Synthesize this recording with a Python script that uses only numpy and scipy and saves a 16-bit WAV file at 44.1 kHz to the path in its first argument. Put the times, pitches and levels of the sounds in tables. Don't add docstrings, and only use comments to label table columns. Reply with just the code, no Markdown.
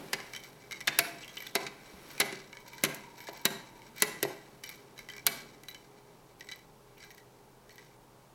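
import sys
import numpy as np
from scipy import signal
from scipy.fft import rfft, irfft, next_fast_len
from scipy.io import wavfile
from scipy.ndimage import uniform_filter1d, map_coordinates

SR = 44100
rng = np.random.default_rng(int(sys.argv[2]) if len(sys.argv) > 2 else 0)


def wav_out(sig):
    wavfile.write(sys.argv[1], SR, np.round(np.clip(np.atleast_2d(sig).T, -1, 1) * 32767).astype(np.int16))


N = 367794
CLOCK = np.arange(N) / SR
AGE = np.arange(SR // 4) / SR

# f/Hz, relative spectral density/dB
AIR_SPECTRUM = [(12, -27.5), (20, -10), (44, -6.5), (75, -20), (118, -9.5), (157, -8), (268, -12.5),
                (366, -8.5), (398, -7.5), (721, -15), (830, -9.5), (1540, -21.5), (2050, -25.5),
                (15600, -33), (17000, -46)]
HISS_SPECTRUM = [(400, 4), (1000, 8), (3000, 2), (7000, -8), (12000, -4), (16500, -13)]
SLIDE_SPECTRUM = [(710, -46), (1200, -18), (1580, -10.5), (1820, -15), (2270, -8.5), (2590, -13.5),
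                  (3400, -18), (3840, -7.5), (4990, -13.5), (5700, -13.5), (8730, -25.5), (14600, -33),
                  (16500, -32)]
WOOD_SPECTRUM = [(300, -68.5), (600, -12), (1050, 2), (1300, 0), (1650, 4.5), (2200, 2), (2800, 3.5),
                 (3300, -1), (4100, 4.5), (5200, -3), (7000, -7.5), (10000, -22.5)]
CRACK_SPECTRUM = [(2500, -40.5), (5000, -7), (6400, -3), (7000, -4.5), (7600, 0), (8500, -8), (9800, 3),
                  (10500, -4), (11500, 4), (12200, -1), (13300, -0.5), (16500, -9)]
# f/Hz, level/dB, wavering/dB
HUM_LINES = [(127.2, -68.5, 0), (411, -69, 3.5), (880, -93, 2.5), (15735, -97.5, -0.5)]
# f/Hz, T60/s
ROOM_DECAY = [(130, 0.48), (400, 0.26), (1000, 0.44), (2200, 0.52), (6000, 0.47), (15000, 0.31)]
# f/Hz, time constant/s
ROOM_BUILD_UP = [(150, 0.0365), (400, 0.0088), (1500, 0.0027)]
# f/Hz, relative level/dB
ROOM_COLOUR = [(70, -41.5), (150, -10.5), (300, -13.5), (700, -7.5), (2200, -14), (5000, -18), (14000, -22)]
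# f/Hz, bandwidth/Hz, relative level/dB
STAND_MODES = [(145.8, 9.1, -12), (211, 34, -7.5), (320.5, 36.4, -4), (369, 13, -13), (404, 15, -3.5),
               (540, 60, 0.5), (656.4, 41, -4), (804, 99, 5.5), (1045, 170, 7)]
SLAT_MODES = [(1585, 47, -8), (1707, 31, -12), (1991, 22, -6.5), (2079, 21, -10), (2245, 10, -14.5),
              (2304, 34, -5), (3032, 82, -4.5), (3907, 150, 1.5), (4350, 145, -14.5), (4670, 30.6, -14.5),
              (5630, 260, 5), (6433, 130, -4), (7820, 320, -0.5), (13700, 440, -19)]
# t/s, relative level/dB
SWING_VIGOUR = [(0, 2.5), (0.6, -3), (1.1, -1.5), (1.7, -3), (2.15, 2), (2.45, -5), (4.3, -3.5),
                (5.9, -7.5), (6.7, -13), (8.3, -15.5)]
# t/s, duration/s, relative level/dB
SLAT_PASSES = [(0.32, .05, -49), (0.41, .07, -47), (0.7, .04, -58.5), (1.22, .08, -54), (1.33, .15, -48.5),
               (2.03, .11, -46), (2.52, .08, -48), (2.66, .16, -46), (3.17, .26, -46), (3.77, .1, -60),
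               (3.958, 0.051, -40.5), (4.63, .11, -46.5), (4.95, .05, -53), (5.09, .1, -51),
               (5.65, .11, -65.5), (6.38, .18, -56), (6.97, .23, -54), (7.7, .15, -55)]
# t/s, duration/s, centre f/Hz, level/dB
DRY_SCRAPES = [(1.224, 0.032, 2830, -47.5), (1.367, 0.02, 3000, -42.5), (1.403, 0.011, 13100, -51),
               (1.42, 0.0092, 12700, -46), (1.466, 0.0084, 3600, -42), (3.197, 0.034, 13200, -57),
               (5.684, .024, 13200, -54), (6.968, 0.019, 2650, -58.5)]
# t/s, overall gain/dB, extra crack gain/dB, favoured mode f/Hz
LIGHT_TOUCHES = [(0.2024, -33.5, -24, 2090), (0.3352, -30.5, -9.5, 2260), (0.3494, -31.5, -14.5, 3020),
                 (0.3635, -29.5, -7, 3100), (0.4364, -36.5, -8, 2240), (0.7106, -30.5, -8, 2100),
                 (0.7204, -29, -9.5, 3860), (0.7262, -27, -22, 2160), (0.8056, -33, -5.5, 2010),
                 (0.8114, -31, -12.5, 2290), (1.2457, -38.5, -9, 2230), (1.279, -37, -6, 3220),
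                 (1.292, -42, -13, 3280), (1.3702, -30, -13, 3050), (1.4037, -32.5, -10, 2280),
                 (1.4224, -34.5, -7, 1976), (1.4664, -36.5, -5, 1940), (2.1043, -38.5, -13, 1520),
                 (2.179, -32.5, -11, 2430), (2.529, -37, -20.5, 2220), (2.5701, -37.5, -21, 2220),
                 (2.9454, -39, 10, 2020), (3.0367, -42, -22.5, 1980), (3.204, -37, -10, 2222),
                 (3.8187, -44, -16.5, 2180), (3.984, -39, -19.5, 2360), (4.637, -32, -3, 2255),
                 (4.6395, -30.5, -11, 3020), (4.675, -38, -22, 5700), (4.6917, -33.5, 1, 2220),
                 (4.9785, -38.5, -8, 3960), (4.9904, -34, -6.5, 2170), (5.0876, -32.5, -12.5, 1980),
                 (5.0996, -33.5, -13, 3100), (5.136, -36.5, -19, 2260), (5.1642, -38, -17.5, 2210),
                 (5.1804, -34, -15, 2340), (5.6346, -39, -4, 2280), (5.6845, -31, -5, 3960),
                 (5.746, -35, -13, 3040), (6.408, -35, -12, 1935), (6.4702, -44.5, -7, 2170),
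                 (6.4885, -31, -19, 1980), (6.5146, -32.5, -11.5, 3040), (6.52, -31, -20, 3960),
                 (7.028, -41, -16, 2050), (7.0374, -38, -18, 1600), (7.1052, -41, -10, 1910),
                 (7.1797, -42.5, -5.5, 1920), (7.6937, -42.5, -15.5, 1920), (7.7812, -38.5, -19, 1950)]
# t/s, overall gain/dB, favoured mode f/Hz, its gain/dB, thump gain/dB, thump f/Hz,
# crack gain/dB, long ring gain/dB; the gains of the parts add to the overall gain
HARD_CATCHES = [(0.1315, -19.5, 4910, -15, -17.5, 248, -11.5, -36),
                (0.8732, -22.5, 3590, -6, -35, 200, -7.5, -28.5),
                (0.8776, -16, 1665, -8.5, -24.5, 139, -26, -39),
                (0.988, -14, 2575, -13.5, -22.5, 205, -2, -15.5),
                (1.5524, -18.5, 2060, -14, -16, 296, -8, -15.5),
                (1.558, -26, 1012, -7.5, -4, 696, -25, -30), (1.6657, -29, 2290, -11, -29, 600, -19.5, -38),
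                (2.2006, -21, 2250, -8, -13, 190, -1.5, -38), (2.2031, -18.5, 2050, -10, -16, 640, -6, -44),
                (2.212, -19.5, 2020, -8, -13.5, 597, -22, -39),
                (2.3255, -35, 2060, -20, -2.5, 190, -10, -27),
                (2.8369, -17.5, 2050, -9, -10.5, 180, -3.5, -31),
                (2.848, -21, 1740, -15, -13.5, 600, -9, -39), (3.2857, -36.5, 1900, -13, -3, 517, -28, -14),
                (3.4531, -15.5, 3900, -8, -14, 238, -4, -25),
                (4.0213, -14, 1997, -16.5, -15.5, 410, -2, -36),
                (4.228, -22, 1914, -11.5, -5, 256, -2, -45), (4.25, -39, 1960, -1, 8.5, 300, -16, -32),
                (5.266, -15, 2020, -12, -24, 304, -1, -27.5)]

TOP_HZ = 16900


def amp(db):
    return 10 ** (np.asarray(db) / 20)


def unit(x):
    return x / np.sqrt(np.mean(x ** 2) + 1e-20)


def blow(x):
    return x * np.sqrt(.005 * SR / np.sum(x ** 2))


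def along(points, hz):
    f, values = np.transpose(points)
    return np.interp(np.log(hz + 1), np.log(f), values)


def filtered(x, response):
    size = next_fast_len(len(x) + 8192)
    return irfft(rfft(x, size) * response(np.fft.rfftfreq(size, 1 / SR)), size)[:len(x)]


def noise(spectrum, size):
    return unit(filtered(rng.standard_normal(size), lambda hz: amp(along(spectrum, hz))))


def band(centre_hz, half_width_hz, size):
    peak = lambda hz: 1 / (1 + ((hz - centre_hz) / half_width_hz) ** 2)
    return unit(filtered(rng.standard_normal(size), peak))


def wobble(knots_per_s):
    knots = rng.standard_normal(int(N * knots_per_s / SR) + 4)
    return map_coordinates(knots, [np.arange(N) * knots_per_s / SR])


def add(track, s, sound):
    part = track[max(round(s * SR), 0):][:len(sound)]
    part += sound[:len(part)]


def ring(modes, rise, detune, scatter_db):
    hz, width, db = np.transpose(modes)[:, :, None]
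    pitch, size, phase = rng.standard_normal((3, len(modes), 1))
    waves = np.sin(2 * np.pi * (hz * (1 + detune * pitch) * AGE + phase)) * np.exp(-np.pi * width * AGE)
    return blow(np.sum(amp(db + scatter_db * size) * waves, axis=0) * (1 - np.exp(-AGE / rise)))


def burst(spectrum, rise, hold, t60, edge_hz=TOP_HZ):
    fade = amp(-60 * np.maximum(AGE - hold, 0) / t60)
    colour = lambda hz: amp(along(spectrum, hz)) / (1 + (hz / edge_hz) ** 20)
    return blow(filtered(rng.standard_normal(len(AGE)), colour) * fade * (1 - np.exp(-AGE / rise)))


def ventilation():
    hum = np.zeros(N)
    for hz, db, waver_db in HUM_LINES:
        strength = amp(waver_db * wobble(6.4))
        hum += amp(db) * unit(strength * np.sin(2 * np.pi * hz * CLOCK + 1.3 * wobble(5.7)))
    return hum + amp(-59.5) * noise(AIR_SPECTRUM, N)


def room(x, wall_delay_s=.047, wall_db=-2):
    hz, t, field = signal.stft(rng.standard_normal(SR * 3 // 5), SR, nperseg=256)
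    decay = amp(-60 * t / along(ROOM_DECAY, hz)[:, None])
    build_up = 1 - np.exp(-t / along(ROOM_BUILD_UP, hz)[:, None])
    envelope = decay * build_up * (1 + amp(wall_db) * (t > wall_delay_s))
    envelope /= np.sqrt(np.mean(envelope ** 2, axis=1, keepdims=True))
    tail = signal.istft(field * envelope * amp(along(ROOM_COLOUR, hz))[:, None], SR, nperseg=256)[1]
    return signal.fftconvolve(x, tail / np.sqrt(len(tail)))


def swing(exponent=1):
    s, db = np.transpose(SWING_VIGOUR)
    return amp(exponent * np.interp(CLOCK, s, db))


def shaking(rise_s=0.01, fall_db_per_s=57.5):
    power, t = np.zeros(N), CLOCK[:SR]
    shape = (1 - np.exp(-t / rise_s)) * amp(-fall_db_per_s * t)
    for s, db, *_ in HARD_CATCHES:
        add(power, s, (amp(db) * shape) ** 2)
    return np.sqrt(power)


def stand_rumble():
    resonances = lambda f: sum(amp(db) / (1 + ((f - hz) / width) ** 2) for hz, width, db in STAND_MODES)
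    tilt = lambda f: amp(along([(60, -0.5), (150, 17.5), (400, 8), (1000, -13.0)], f))
    rumble = unit(filtered(rng.standard_normal(N), lambda f: resonances(f) * tilt(f)))
    rolling = amp(-55) * swing(exponent=0.62)
    shaken = amp(-28.5) * shaking()
    first_push = amp(-42 - 80 * CLOCK)
    return amp(-4.5) * np.linalg.norm([rolling, shaken, first_push], axis=0) * rumble


def stand_bump(s=1.935, db=-45):
    out = np.zeros(N)
    low_modes = [(68.5, 17, -5), (104, 27, -3), (187, 21, 3.5)]
    add(out, s, amp(db) * ring(low_modes, rise=.005, detune=.01, scatter_db=5))
    return out


def axle_drone(start_s=2.45, end_s=3.97, drone_hz=965, width_hz=70, sag_hz_per_s=35):
    age = np.clip(CLOCK - start_s, 0, end_s - start_s)
    swell = np.sqrt(np.abs(np.sin(np.pi * age / (end_s - start_s))))
    phase = 2 * np.pi * np.cumsum(drone_hz - sag_hz_per_s * age) / SR
    narrow_noise = wobble(2 * width_hz) * np.sin(phase) + wobble(2 * width_hz) * np.cos(phase)
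    return amp(-57.5) * swell * unit(narrow_noise)


def passing(rise_s=0.004, fall_s=0.039):
    gain, t = np.zeros(N), CLOCK[:SR]
    for s, length, db in SLAT_PASSES:
        add(gain, s, amp(db) * (1 - np.exp(-t / rise_s)) * np.exp(-np.maximum(t - length, 0) / fall_s))
    return gain


def impulses(per_s, spread_db, size):
    return (rng.random(size) < per_s / SR) * amp(spread_db * rng.standard_normal(size))


def grit(t60=0.015):
    snags = impulses(per_s=110, spread_db=8, size=N)
    flicker = signal.lfilter([1], [1, -np.exp(-np.log(1000) / (t60 * SR))], snags)
    bright_rasp = noise(SLIDE_SPECTRUM, N) + band(centre_hz=13200, half_width_hz=1900, size=N)
    return amp(-13.5) * unit(flicker * bright_rasp)


def rubbing(grip_db=3.0):
    slips = impulses(per_s=420, spread_db=3.5, size=N)
    slat_response = ring(SLAT_MODES, rise=0.00029, detune=0.0032, scatter_db=-2.0)
    grains = unit(signal.fftconvolve(slips, slat_response)[:N])
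    rasp = unit(noise(SLIDE_SPECTRUM, N) * np.sqrt(np.abs(uniform_filter1d(slips, size=300))))
    overlap = passing()
    effort = np.sqrt((amp(-51) * swing()) ** 2 + overlap ** 2 + (amp(-24) * shaking()) ** 2)
    friction = amp(grip_db * wobble(22)) * effort * (amp(-13.5) * grains + amp(-15.5) * rasp)
    crackle = overlap * grit()
    hiss = amp(-58.5) * swing(exponent=2) * noise(HISS_SPECTRUM, N)
    return friction + crackle + hiss


def scrapes(half_width_hz=420):
    out = np.zeros(N)
    for s, length, centre_hz, db in DRY_SCRAPES:
        stroke = np.sin(np.pi * np.minimum(AGE / length, 1))
        add(out, s, amp(db) * stroke * band(centre_hz, half_width_hz, len(AGE)))
    return out + amp(6.5) * room(out)[:N]


def chatter(per_s=6.7, above_pass_db=5, spread_db=5, crack_db=-9):
    touches = []
    for s, length, db in SLAT_PASSES:
        for when, size, mode in rng.random((int(np.ceil(length * per_s)), 3)):
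            strength_db = db + above_pass_db + spread_db * (2 * size - 1)
            mode_hz = SLAT_MODES[int(mode * len(SLAT_MODES))][0]
            touches.append((s + when * length, strength_db, crack_db, mode_hz))
    return touches


def drag(decay_s=0.043):
    slips = impulses(per_s=260, spread_db=4, size=len(AGE))
    slips = slips * rng.choice([-1, 1], len(AGE)) * np.exp(-AGE / decay_s)
    return slips / (np.linalg.norm(slips) + 1e-9)


def ticks(mode_width_hz=65, drag_db=-5.5):
    out = np.zeros(N)
    for s, db, crack_db, mode_hz in LIGHT_TOUCHES + chatter():
        wood = amp(-11.5) * ring(SLAT_MODES, rise=0.00012, detune=0.0087, scatter_db=1)
        wood += amp(-12.5) * ring([(mode_hz, mode_width_hz, 0)], rise=.0028, detune=.0018, scatter_db=0)
        wood += amp(-17.0) * burst(WOOD_SPECTRUM, rise=0.00017, hold=0.00117, t60=0.013)
        crack = amp(crack_db - 12.5) * burst(CRACK_SPECTRUM, rise=0.0001965, hold=0.00057, t60=0.017)
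        slips = signal.fftconvolve(wood + amp(-2.5) * crack, drag())[:len(AGE)]
        add(out, s, amp(db) * (wood + crack + amp(drag_db) * slips))
    return out + amp(-11.5) * room(out)[:N]


def stand_thump(centre_hz, focus_db=3.0):
    favoured = [(hz, width, db - focus_db * np.log2(hz / centre_hz) ** 2)
                for hz, width, db in STAND_MODES]
    return ring(favoured, rise=0.00078, detune=0.024, scatter_db=5)


def clacks(ring_hz=680, ring_width_hz=11, mode_width_hz=70, graze_lead_s=0.0057):
    out = np.zeros(N)
    bass_cut = signal.butter(4, 115, 'high', fs=SR, output='sos')
    for s, db, mode_hz, mode_db, thump_db, thump_hz, crack_db, ring_db in HARD_CATCHES:
        wood = amp(-7) * burst(WOOD_SPECTRUM, rise=0.00034, hold=0.0058, t60=0.042)
        wood += amp(-10.5) * ring(SLAT_MODES, rise=.0006, detune=0.019, scatter_db=2.5)
        wood += amp(mode_db) * ring([(mode_hz, mode_width_hz, 0)], rise=.0008, detune=.0012, scatter_db=0)
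        edge_hz = 19100 + 173 * (db + crack_db)
        crack = burst(CRACK_SPECTRUM, rise=0.00016, hold=0.001, t60=0.019, edge_hz=edge_hz)
        thump = stand_thump(thump_hz)
        long_ring = ring([(ring_hz, ring_width_hz, 0)], rise=.002, detune=0.0067, scatter_db=0)
        body = wood + amp(crack_db - 2.5) * crack + amp(thump_db + 2.5) * thump + amp(ring_db) * long_ring
        hit = amp(db) * signal.sosfilt(bass_cut, body)
        graze = amp(db - 27.5) * burst(WOOD_SPECTRUM, rise=0.000494, hold=0.00427, t60=0.032)
        add(out, s - graze_lead_s, graze)
        add(out, s, hit)
        add(out, s, amp(4.5) * room(hit))
    return out


def scene():
    slats = clacks() + ticks() + scrapes() + rubbing()
    return (slats + axle_drone() + stand_rumble() + stand_bump() + ventilation())[None]


def record(dry):
    return np.array([filtered(channel, lambda hz: hz < TOP_HZ) for channel in dry])


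dry = scene()
out = record(dry)
wav_out(out)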